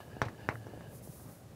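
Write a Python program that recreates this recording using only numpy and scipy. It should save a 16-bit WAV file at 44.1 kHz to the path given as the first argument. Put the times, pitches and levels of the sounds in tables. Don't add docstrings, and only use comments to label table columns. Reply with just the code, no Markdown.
import sys
import numpy as np
from scipy import signal
from scipy.io import wavfile

SR = 44100
rng = np.random.default_rng(int(sys.argv[2]) if len(sys.argv) > 2 else 0)


def volts_from_db(level):
    exponent = np.asarray(level, float) / 20
    return 10 ** exponent


def to_wav(s):
    ch = np.atleast_2d(s).T
    pcm = np.round(np.clip(ch, -1, 1) * 32767)
    wavfile.write(sys.argv[1], SR, pcm.astype(np.int16))


N = 68355

EDGES_HZ = 25 * 2 ** (np.arange(29) / 3)
BANK = [signal.butter(2, pair, "band", fs=SR, output="sos") for pair in zip(EDGES_HZ, EDGES_HZ[1:])]


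def in_time(rows):
    s, value = np.transpose(rows)
    return np.interp(np.arange(N) / SR, s, value)


def at_hz(points, hz, column=1):
    points = np.array(points)
    return np.interp(np.log(hz), np.log(points[:, 0]), points[:, column])


def rms_one(x):
    return x / np.sqrt(np.mean(x ** 2) + 1e-20)


def drift(rate_hz):
    r = np.exp(-2 * np.pi * rate_hz / SR)
    wander = signal.lfilter([1], [1, -2 * r, r * r], rng.standard_normal(N + SR))
    return rms_one(wander[SR:])


def ring(x, hz, t60_s):
    r, w = volts_from_db(-60 / (t60_s * SR)), 2 * np.pi * hz / SR
    return signal.lfilter([0, np.sin(w)], [1, -2 * r * np.cos(w), r * r], x + 1e-18)


def resonance(x, hz, width_hz):
    r = np.exp(-np.pi * width_hz / SR)
    zeros = np.array([1, 0, -1]) * (1 - r * r) / 2
    return signal.lfilter(zeros, [1, -2 * r * np.cos(2 * np.pi * hz / SR), r * r], x)


def rung(x, resonances):
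    out = 0
    for k, (hz, width_hz, db) in enumerate(resonances):
        mode = resonance(resonance(x, hz, 1.5 * width_hz), hz, 1.5 * width_hz)
        out = out + (-1) ** k * volts_from_db(db) * mode / np.sqrt(width_hz / SR)
    return out


def bands(count):
    white = rng.standard_normal((2, count))
    return [(EDGES_HZ[k] * 2 ** (1 / 6), signal.sosfilt(sos, white[k % 2])) for k, sos in enumerate(BANK)]


def coloured(spectrum, patchy_db, rate_hz):
    together = drift(rate_hz)
    out = 0
    for hz, band in bands(N):
        flicker_db = patchy_db * (together + drift(rate_hz))
        out = out + volts_from_db(at_hz(spectrum, hz) + flicker_db) * band
    return rms_one(out)


def air():
    # t/s, level/dB
    swell = [(0, 4.5), (.3, 5), (.6, 5.5), (.85, 5), (1, 3.5), (1.2, 3), (1.55, 2.5)]
    # f/Hz, level/dB per Hz
    flow_spectrum = [(30, -12), (60, -4), (110, -2.5), (180, -4.5), (300, -11.5), (550, -13.5),
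                     (1000, -22.5), (2500, -33.5)]
    rumble = coloured(flow_spectrum + [(7000, -75)], patchy_db=1.5, rate_hz=10.8)
    duct = rms_one(resonance(rng.standard_normal(N), hz=116, width_hz=18))
    return volts_from_db(in_time(swell)) * (volts_from_db(-56) * rumble + volts_from_db(-60) * duct)


def hiss():
    # f/Hz, level/dB per Hz
    hiss_spectrum = [(1530, -78), (2600, -5.5), (4490, -3.5), (7510, -4.5), (15500, -10)]
    return volts_from_db(-69) * coloured([(500, -12)] + hiss_spectrum, patchy_db=0, rate_hz=6)


def scrape():
    # t/s, level/dB
    drag = [(0, -57.5), (.06, -69), (.12, -64), (.19, -64), (.31, -71), (.36, -65), (.43, -58.5),
            (.47, -62.5), (.6, -68.5), (.69, -65.5), (.76, -66), (.86, -63), (.92, -74), (.96, -80),
            (1.55, -97)]
    # f/Hz, width/Hz, level/dB
    scrape_modes = [(480, 300, -1), (870, 150, -4), (2200, 600, -11), (3600, 600, -13), (1670, 115, 0),
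                    (2950, 260, -8), (4700, 450, -14)]
    grit_per_s, grit_spread_db = 2800, -1.5
    sizes = volts_from_db(grit_spread_db * np.minimum(rng.exponential(1, N), 5)) * rng.choice([-1, 1], N)
    catches = rng.random(N) < grit_per_s / SR
    grit = rms_one(sizes * catches) * volts_from_db(0.76 * drift(60))
    return volts_from_db(in_time(drag) - 4) * rung(grit, scrape_modes)


def swish():
    # t/s, level/dB
    speed = [(0, -70), (.08, -70.5), (.1, -76.5), (.5, -74), (.55, -65.5), (.62, -74), (.86, -75),
             (.95, -58), (.99, -61.5), (1.012, -71.5), (1.04, -56), (1.1, -62), (1.125, -58), (1.23, -60.5),
             (1.27, -64), (1.32, -60.5), (1.4, -69.5), (1.45, -76.5)]
    # f/Hz, width/Hz, level/dB
    dust_modes = [(5800, 4600, -4), (9680, 1400, -3.5), (11850, 1900, -2), (15500, 1800, -6)]
    dust = rms_one(rung(rng.standard_normal(N), dust_modes))
    return volts_from_db(in_time(speed) + 0.32 * drift(35)) * dust


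def knock(contact_ms, stick_db, crack_db, boom_db, wet_db):
    # f/Hz, level/dB, t60/s
    stick_modes = [(3290, -16, 0.012), (3935, 6, 0.0056), (5160, -4.5, 0.013), (5600, 0, 0.026),
                   (5900, -0.5, 0.0094), (7160, -2, 0.003)]
    # f/Hz, level/dB, t60/s
    panel_modes = [(103, -40, 0.24), (124.5, -8, 0.06), (140, -59, 0.15), (229, -30.5, 0.11),
                   (342, -19.5, 0.035), (512, -41, 0.12), (685, -23, 0.035), (870, -55, 0.067),
                   (1160, -58, .035), (1400, -45, 0.018)]
    # f/Hz, starting level/dB, t60/s
    tail_bands = [(99, -39, 0.1), (248, -35.5, 0.36), (650, -30.5, 0.21), (1350, -29, 0.13),
                  (2640, -21.5, .13), (5400, -25, 0.1), (8350, -26.5, 0.02), (14400, -34, 0.027)]
    # delay/s, level/dB, centre f/Hz, width/Hz
    echoes = [(.0215, -8.5, 3300, 1380), (0.0662, -19.5, 1390, 2200)]
    t = np.arange(SR // 3) / SR
    turn = np.clip(t / (contact_ms / 1000), 0, 1)
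    rounded = signal.butter(4, 1750 / contact_ms, fs=SR, output="sos")

    cycle = signal.sosfilt(rounded, np.sin(2 * np.pi * turn) * np.exp(-turn))
    push = np.sin(np.pi * turn) ** 2
    push = push / push.sum()
    click = np.diff(turn > 0, prepend=0) * 1.
    crack_rise_s, crack_fall_s = 0.0001, 0.00069
    crack_shape = np.exp(-t / crack_fall_s) * (1 - np.exp(-t / crack_rise_s))
    crack = volts_from_db(crack_db) * rng.standard_normal(len(t)) * crack_shape

    stick = volts_from_db(stick_db) * signal.sosfilt(rounded, ring(click, hz=1630, t60_s=0.0074))
    stick = stick + sum(ring(crack, hz, t60_s) * volts_from_db(db - 12) for hz, db, t60_s in stick_modes)
    recoil = -volts_from_db(stick_db + 7.5) * ring(push, hz=259, t60_s=0.0075)
    panel_lag_s = 0.0029
    late_push = np.interp(t - panel_lag_s, t, push, left=0)
    panel = sum(volts_from_db(boom_db + db) * ring(late_push, hz, t60_s) for hz, db, t60_s in panel_modes)
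    direct = cycle + crack + stick + recoil + panel

    tail = 0
    for hz, band in bands(len(t)):
        fall_db = 60 * t / at_hz(tail_bands, hz, column=2)
        tail = tail + volts_from_db(at_hz(tail_bands, hz) - fall_db) * band
    tail = tail * (1 - np.exp(-t / 0.00033))
    tail_drive = 20 * (push + volts_from_db(crack_db) * click)[:400]
    out = direct + volts_from_db(wet_db) * signal.fftconvolve(tail, tail_drive)[:len(t)]

    for delay_s, db, hz, width_hz in echoes:
        smear = rng.standard_normal(400) * np.exp(-t[:400] / 0.002)
        reflected = resonance(resonance(direct, hz, width_hz), hz, width_hz)
        echo = signal.fftconvolve(reflected, smear / np.linalg.norm(smear))[:len(t)]
        out = out + volts_from_db(db) * np.interp(t - delay_s, t, echo, left=0)
    return out


def taps():
    # t/s, peak level/dB, contact
    # time/ms, stick ring level/dB, crack level/dB
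    landings = [(.0035, -34, 1.08, -18, -29.5), (0.1669, -33.5, 1.53, -2.5, -51),
                (.2171, -10.5, 0.78, -17, -27), (0.2529, -42, 0.37, -40, -15.5),
                (.285, -37, 0.72, -8, -24.5), (0.335, -58, 1.9, 13, -36), (.408, -60, 0.37, 8, -21),
                (0.4887, -13, 0.67, -10.5, -32), (.668, -35, 1.34, -2.5, -32), (.685, -38, 1.84, -11, -44),
                (.736, -31.5, 1.8, -39, -48), (.743, -36.5, 1.76, -40, -53), (.775, -36.5, 1.7, -4, -68),
                (0.8082, -40.5, 0.82, -4, -30), (1.074, -37.5, 1.66, -5, -43),
                (1.198, -45.5, 0.92, -45, -35), (1.262, -39.5, 5.1, -37, -45)]
    out = np.zeros(N + SR)
    for s, db, contact_ms, stick_db, crack_db in landings:
        boom_db = 1.09 * (db + 6)
        wet_db = -0.2757 * (db + 19.5)
        sound = volts_from_db(db) * knock(contact_ms, stick_db, crack_db, boom_db, wet_db)
        start = int(s * SR)
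        out[start:start + len(sound)] += sound
    return out[:N]


def thuds():
    # t/s, peak level/dB, f/Hz, t60/s
    swings = [
        (0.08, -37, 111, 0.036),
        (0.26, -29, 112, 0.061),
        (.54, -45, 116, 0.57),
        (0.612, -49.5, 111.1, 0.9),
        (.875, -40.5, 143, 0.041),
        (1.096, -33, 123, 0.029),
        (1.26, -41, 125, 0.043),
    ]
    rise_s = 0.003
    out = 0
    for s, db, hz, t60_s in swings:
        t = np.maximum(np.arange(N) / SR - s, 0)
        envelope = volts_from_db(db + 5.5 - 60 * t / t60_s) * (1 - np.exp(-t / rise_s))
        out = out + envelope * np.sin(2 * np.pi * hz * t)
    return out


def scene():
    return (air() + hiss() + scrape() + swish() + taps() + thuds())[None]


def roll_off(x):
    return signal.sosfilt(signal.butter(12, 16420, fs=SR, output="sos"), x)


def record(dry):
    low_cut_hz, top_cut_hz = 62, 15720
    x = signal.sosfilt(signal.butter(2, low_cut_hz, "high", fs=SR, output="sos"), dry)
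    x = signal.sosfilt(signal.ellip(10, 0.3, 28, top_cut_hz, fs=SR, output="sos"), x)
    return roll_off(x)


dry = scene()
out = record(dry)
to_wav(out)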